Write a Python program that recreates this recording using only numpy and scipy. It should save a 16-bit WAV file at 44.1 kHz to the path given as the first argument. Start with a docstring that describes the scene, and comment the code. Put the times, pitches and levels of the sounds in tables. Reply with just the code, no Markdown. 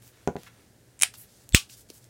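"""Marker caps close beside a phone in a small, dry room: one scrapes over its ridges and snaps home, another
is pushed shut hard with a squeak, a puff of air and a crack that overloads the microphone.
Caps are coloured impulses plus damped modes; scrape and squeak are filtered noise; the puff is a pressure swing.
Earlier, a marker lands on a paper-covered table with two dull knocks: filtered thuds plus table modes.
Ticks (short cracks) and slides (grainy noise) of fingers and barrels run over room noise and a faint hum."""
import sys
import numpy as np
from scipy import signal
from scipy.fft import rfft, irfft
from scipy.io import wavfile
from scipy.ndimage import uniform_filter1d

SR = 44100
rng = np.random.default_rng(int(sys.argv[2]) if len(sys.argv) > 2 else 0)


def wav_out(sig):
    """Save sig, one row per channel (or a flat mono array), as 16-bit PCM at SR to the path in sys.argv[1]."""
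    wavfile.write(sys.argv[1], SR, np.round(np.clip(np.atleast_2d(sig).T, -1, 1) * 32767).astype(np.int16))


N = 92433  # samples

# Colour and mode levels are relative within their table.
# Cap riding over its ridges and seating: start_s, click_db, ring_db
SNAP_CLICKS = [(.9925, -31, -48), (1.0000, -29, -38.5), (1.0137, -16, -18.5), (1.0221, 1.5, -38.5),
               (1.0335, 0, 1)]
# Colour of its clicks: freq_hz, level_db
SNAP_COLOUR = [(60, -41.5), (300, -26), (900, -20), (2200, -11.5), (4300, -11), (6000, -6), (7400, -0.5),
               (10300, -2.5), (11700, -19.5), (15500, -16.5)]
# Modes of its cap and barrel: freq_hz, level_db, t60_s
SNAP_MODES = [(1665, -30.5, .012), (2340, 8.5, 0.016), (2330, -3, 0.0089), (2910, 0.5, .012),
              (3200, 4.5, 0.013), (3750, 5, .011), (5520, 9, 0.0071), (8300, -13.5, .018),
              (9180, 5, 0.0141), (10500, 4, .011)]
# Smoother colour of its room return: freq_hz, level_db
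SNAP_ROOM_COLOUR = [(410, -45), (700, -11), (1060, -22), (1390, -11.5), (2360, -6), (4400, -10.5),
                    (5350, -8), (6090, -13.5), (9330, -6), (11300, -19), (15500, -29)]
# Cap pushed shut hard: start_s, click_db, ring_db
SLAM_CLICKS = [(1.5475, 12.5, 2)]
# Colour of its click: freq_hz, level_db
SLAM_CLICK_COLOUR = [(150, -18.5), (500, -19), (1000, -21), (1600, -11), (2100, -6.5), (2700, 0), (3500, 3),
                     (4500, -9), (7800, -3.5), (10000, -16), (12000, -9.5), (15500, -18.5)]
# Modes of its cap and barrel: freq_hz, level_db, t60_s
SLAM_CAP_MODES = [(2690, 2, 0.013), (3434, -4.5, 0.027), (3600, -2, 0.0055), (4086, -10, 0.03),
                  (5400, -3, .014), (6650, -11, .014), (8130, -2.5, 0.029), (8620, -23, .02)]
# Smoother colour of its room return: freq_hz, level_db
SLAM_ROOM_COLOUR = [(470, -46.5), (800, -17), (1040, -21.5), (1150, -9), (1350, -12.5), (1760, -15),
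                    (2710, -2), (4880, -7), (7970, -8.5), (14000, -21.5)]
# Cap scraping between its ridges: time_s, level_db
SCRAPE_LEVELS = [(1.006, -50), (1.012, -42), (1.020, -35.5), (1.025, -30), (1.033, -30.5)]
# Squeak of the tight cap: freq_hz, width_octaves, level_db
SQUEAK_TONES = [(3449, 0.076, -34), (4200, 0.027, -45.5), (7760, 0.02, -29.5)]
# Marker laid on the table: start_s, level_db, hardness_cutoff_hz
TABLE_KNOCKS = [(0.275, -9.5, 8500), (0.3557, -19.5, 1220)]
# Table modes: freq_hz, level_db, t60_s
TABLE_MODES = [(91, -14.5, .13), (165.4, -5.5, 0.11), (277, -22, 0.09), (405, -11.5, 0.097),
               (447, -5, 0.036), (482.3, -14, 0.17), (640, -43, 0.025), (727, 0, 0.043),
               (883, -14.5, 0.043), (978, -19, 0.08), (1454, -8.5, 0.058), (1530, -20, 0.081),
               (2200, -40, 0.02)]
# Colour of the contact thud: freq_hz, level_db
THUD_COLOUR = [(40, 6), (130, 6), (400, 10), (850, -0.5), (1200, -6.5), (2400, -16), (4500, -45),
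               (15000, -54)]
# Knocks thrown back by near walls: delay_s, level_db
WALL_ECHOES = [(.0072, -7.5), (0.0122, -2.5)]
# Light touches of plastic: start_s, level_db, centre_hz, width_octaves
PLASTIC_TICKS = [(.024, -42, 4000, 6), (.058, -93, 9000, 1), (.078, -38.5, 11000, 4),
                 (0.2749, -25.5, 6250, 0.3), (0.2768, -28.5, 2530, 1.7), (0.3659, -30, 2200, 0.7),
                 (.434, -34.5, 4500, 2), (1.141, -34, 2380, 1.8), (1.151, -51, 5000, 1.9),
                 (1.4914, -29, 8130, 1.65), (1.5243, -31, 3400, 1.2), (1.5358, -42, 11000, 2),
                 (1.6976, -36, 2770, 0.72), (1.7013, -38.5, 6500, 0.63), (1.889, -45, 7000, 0.75),
                 (1.9021, -29, 5500, 0.93), (2.043, -41, 6500, 1.2)]
# Colour of a finger's soft nudge: freq_hz, level_db
NUDGE_COLOUR = [(100, -34), (200, -14), (290, 0.5), (420, -2.5), (560, -8), (900, -29.5)]
# Skin and plastic sliding: start_s, length_s, level_db, centre_hz, width_octaves
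SLIDES = [(.01, 0.11, -57.5, 8950, 7.5), (0.112, 0.17, -64, 1670, 2.2), (0.368, .125, -58.5, 2600, 2.4),
          (0.463, 0.026, -50, 1800, 1.14), (0.491, .2, -66, 1370, 2.8), (1.134, .03, -51.5, 4850, 2),
          (1.162, 0.088, -50, 11500, .8), (1.173, 0.095, -60.5, 3080, 3.1), (1.25, 0.24, -62.5, 6000, 1.6),
          (1.687, .075, -51, 6000, 1.7), (1.759, .075, -55.5, 8000, 1.5), (1.887, 0.031, -56, 4914, 2),
          (1.925, .075, -55.5, 8500, 1.6), (2.0, .08, -64, 6500, 1.6)]
# Colour of the room noise: freq_hz, level_db
FLOOR_COLOUR = [(15, -50), (25, -23.5), (59, -9.5), (91, -10), (122, -0.5), (147, -15.5), (178, -11),
                (239, -13.5), (469, -17), (581, -19.5), (1140, -30), (1660, -25.5), (2550, -32),
                (8560, -30.5), (15500, -38.5)]

SNAP_T60_S, SNAP_ROOM_DB = 0.0045, -11.5
SLAM_T60_S, SLAM_ROOM_DB = 0.0037, -11.5
CAP_GRIT_GAIN = 0.2
SCRAPE_HZ, SCRAPE_OCTAVES, SCRAPE_GRAIN_DB = 7700, 0.6, 4
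SQUEAK_S = 0.018
PUFF_S, PUFF_DB, PUFF_LOW_HZ = 1.5478, -4, 42.3
PUFF_RISE_S, PUFF_FALL_S, PUFF_TURN_S = 0.0019, 0.0088, 0.0005
THUD_DB, TABLE_DB, KNOCK_ROOM_DB, KNOCK_LOW_HZ = -2.5, -3.5, -8, 57
TICK_T60_S, TICK_ROOM_DB = 0.004, -10
NUDGE_S, NUDGE_DB = 1.9027, -29
RUB_ATTACK_SHARE, RUB_RELEASE_SHARE = 0.17, 0.29  # of each slide's length
RUB_GRAIN_DB, RUB_ROOM_DB = 1.5, -6
FLOOR_DB = -59
HUM_HZ, HUM_DB, HUM_WAVER_DB = 119.5, -67.5, 1.8
ROOM_T60_S, ROOM_DELAY_S, ROOM_BUILD_S, ROOM_LOW_HZ = 0.16, 0.001, 0.003, 486
WALL_S, WALL_SPREAD_S, WALL_GAIN = 0.021, 0.006, 0.3
TOP_HZ = 15800


def undb(db):
    """Decibels to gain."""
    return 10 ** (np.asarray(db) / 20)


def unit(x):
    """Scale to rms 1."""
    return x / np.sqrt(np.mean(x ** 2))


def add(out, start_s, x):
    """Mix x into out from a start time."""
    i = int(start_s * SR)
    out[i:i + len(x)] += x[:N - i]


def fade(t60_s):
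    """Exponential decay, 60 dB in t60_s."""
    return undb(-60 * np.arange(N // 6) / SR / t60_s)


def walk(rate_hz, size=N):
    """Random wander: straight lines between normal draws at rate_hz."""
    return np.interp(np.arange(size) * rate_hz / SR, np.arange(size), rng.standard_normal(size))


def lowpass(x, hz):
    """Second-order low-pass."""
    return signal.sosfilt(signal.butter(2, hz, fs=SR, output="sos"), x)


def highpass(x, hz):
    """Second-order high-pass."""
    return signal.sosfilt(signal.butter(2, hz, "high", fs=SR, output="sos"), x)


def colour(x, points):
    """Minimum-phase filter through (freq_hz, level_db) points."""
    hz, db = np.array(points).T
    grid_hz = np.maximum(np.fft.rfftfreq(4096, 1 / SR), 1)
    gain = undb(np.interp(np.log(grid_hz), np.log(hz), db))
    # folding the cepstrum makes the filter causal
    cepstrum = irfft(np.log(gain))
    half = len(cepstrum) // 2
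    cepstrum[1:half] *= 2
    cepstrum[half + 1:] = 0
    response = irfft(np.exp(rfft(cepstrum)))
    return signal.fftconvolve(x, response)[:len(x)]


def hump(centre_hz, width_octaves):
    """Colour points of a broad resonance, 9.5 dB down at width_octaves either side."""
    hz = np.geomspace(20, SR / 2, num=200)
    offset = np.log2(hz / centre_hz) / width_octaves
    return np.c_[hz, -20 * np.log10(1 + 2 * offset ** 2)]


def ring(modes):
    """Damped modes after a blow, peak 1."""
    t = np.arange(N // 6) / SR
    y = np.zeros(len(t))
    for k, (hz, db, t60_s) in enumerate(modes):
        phase = k * k * np.pi / 2
        y += undb(db) * fade(t60_s) * np.sin(2 * np.pi * hz * t + phase)
    return y / np.abs(y).max()


def crack(t60_s, points, grit):
    """Sharp contact of fixed energy: an impulse with a decaying noise fringe, coloured."""
    x = grit * rng.standard_normal(N // 6) * fade(t60_s)
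    x[0] += 1
    y = colour(x, points)
    return 2.79 * y / np.linalg.norm(y)


def reverb(x):
    """Short diffuse room tail, strengthened by a cluster of wall reflections."""
    t = np.arange(N // 6) / SR
    walls = 1 + WALL_GAIN * np.exp(-0.5 * ((t - WALL_S) / WALL_SPREAD_S) ** 2)
    build = np.clip((t - ROOM_DELAY_S) / ROOM_BUILD_S, 0, 1)
    tail = rng.standard_normal(len(t)) * walls * fade(ROOM_T60_S) * build
    return signal.fftconvolve(x, tail / np.linalg.norm(tail))[:N]


def room(x, wet_db, low_hz):
    """Direct sound plus the room, thin below low_hz."""
    return x + undb(wet_db) * highpass(reverb(x), low_hz)


def cap(clicks, points, modes, t60_s, room_points, wet_db):
    """Each click cracks, rings the hollow plastic, radiates all round and fills the room."""
    direct, spread = np.zeros(N), np.zeros(N)
    for start_s, click_db, ring_db in clicks:
        click = undb(click_db) * crack(t60_s, points, grit=CAP_GRIT_GAIN)
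        add(direct, start_s, click + undb(ring_db) * ring(modes))
        add(spread, start_s, undb(click_db) * crack(t60_s, room_points, grit=0))
    return direct + undb(wet_db) * reverb(spread)


def puff():
    """Pressure piles up ahead of the closing hand and turns to suction when the cap stops."""
    t = np.arange(N) / SR - PUFF_S
    envelope = np.exp(np.minimum(t / PUFF_RISE_S, -t / PUFF_FALL_S))
    pressure = -np.tanh(t / PUFF_TURN_S) * envelope
    sos = signal.butter(3, PUFF_LOW_HZ, "high", fs=SR, output="sos")
    return undb(PUFF_DB) * signal.sosfiltfilt(sos, pressure)


def squeak():
    """Narrow resonances swell while the tight cap slides and stop when it seats."""
    out = np.zeros(N)
    swell = np.linspace(0, 1, int(SQUEAK_S * SR))
    for hz, octaves, db in SQUEAK_TONES:
        b, a = signal.iirpeak(hz, 1 / (octaves * np.log(2)), fs=SR)
        tone = signal.lfilter(b, a, rng.standard_normal(N // 6))
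        add(out, SLAM_CLICKS[0][0] - SQUEAK_S, undb(db) * swell * unit(tone[-len(swell):]))
    return out


def scrape():
    """Bright stick-slip friction that grows as the cap nears its seat."""
    times_s, db = np.array(SCRAPE_LEVELS).T
    level = undb(np.interp(np.arange(N) / SR, times_s, db, left=-np.inf, right=-np.inf))
    slips = rng.standard_normal(N) * undb(SCRAPE_GRAIN_DB * walk(690))
    return level * unit(colour(slips, hump(SCRAPE_HZ, SCRAPE_OCTAVES)))


def knocks():
    """The two ends of a marker land on the table; the thud returns from near walls."""
    thud = colour(signal.unit_impulse(N // 6), THUD_COLOUR)
    thud = undb(THUD_DB) * thud / np.abs(thud).max()
    # the board answers 20 samples late, its onset rounded over 12
    late_ring = np.r_[np.zeros(20), ring(TABLE_MODES)]
    board = undb(TABLE_DB) * uniform_filter1d(late_ring, size=12)[:len(thud)]
    echo = lowpass(thud, 1200)
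    out = np.zeros(N)
    for start_s, db, hard_hz in TABLE_KNOCKS:
        add(out, start_s, undb(db) * lowpass(thud + board, hard_hz))
        for delay_s, echo_db in WALL_ECHOES:
            add(out, start_s + delay_s, undb(db + echo_db) * echo)
    return room(highpass(out, KNOCK_LOW_HZ), KNOCK_ROOM_DB, low_hz=60)


def touches():
    """Small contacts of barrels and fingernails crack briefly; one soft nudge is duller."""
    out = np.zeros(N)
    for start_s, db, hz, octaves in PLASTIC_TICKS:
        add(out, start_s, undb(db) * crack(TICK_T60_S, hump(hz, octaves), grit=0.2))
    add(out, NUDGE_S, undb(NUDGE_DB) * crack(TICK_T60_S, NUDGE_COLOUR, grit=0))
    return room(out, TICK_ROOM_DB, ROOM_LOW_HZ)


def rubs():
    """Grainy friction that swells and dies with each slide."""
    out = np.zeros(N)
    for start_s, length_s, db, hz, octaves in SLIDES:
        roughness = undb(RUB_GRAIN_DB * walk(400, size=N // 4))
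        grains = rng.standard_normal(N // 4) * roughness
        hiss = unit(colour(grains, hump(hz, octaves)))[:int(length_s * SR)]
        share = np.linspace(0, 1, len(hiss))
        ramps = np.minimum(share / RUB_ATTACK_SHARE, (1 - share) / RUB_RELEASE_SHARE)
        add(out, start_s, undb(db) * hiss * np.minimum(1, ramps))
    return room(out, RUB_ROOM_DB, ROOM_LOW_HZ)


def background():
    """Room air as coloured noise, and a hum wavering in pitch and level."""
    hum_hz = HUM_HZ * (1 + 0.01 * walk(16))
    hum = np.sin(2 * np.pi * np.cumsum(hum_hz) / SR) * undb(HUM_WAVER_DB * walk(3.3))
    air = colour(rng.standard_normal(N), FLOOR_COLOUR)
    return undb(FLOOR_DB) * unit(air) + undb(HUM_DB) * unit(hum)


def scene():
    """All sources at the one microphone."""
    slam = cap(SLAM_CLICKS, SLAM_CLICK_COLOUR, SLAM_CAP_MODES, SLAM_T60_S, SLAM_ROOM_COLOUR, SLAM_ROOM_DB)
    snap = cap(SNAP_CLICKS, SNAP_COLOUR, SNAP_MODES, SNAP_T60_S, SNAP_ROOM_COLOUR, SNAP_ROOM_DB)
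    caps = slam + puff() + squeak() + snap + scrape()
    handling = knocks() + touches() + rubs()
    return (caps + handling + background())[None]


def record(dry):
    """The phone clips the loudest peaks, then cuts the top."""
    clipped = np.clip(dry, -1, 1)
    return signal.sosfilt(signal.ellip(10, 0.1, 70, TOP_HZ, fs=SR, output="sos"), clipped)


dry = scene()
out = record(dry)
wav_out(out)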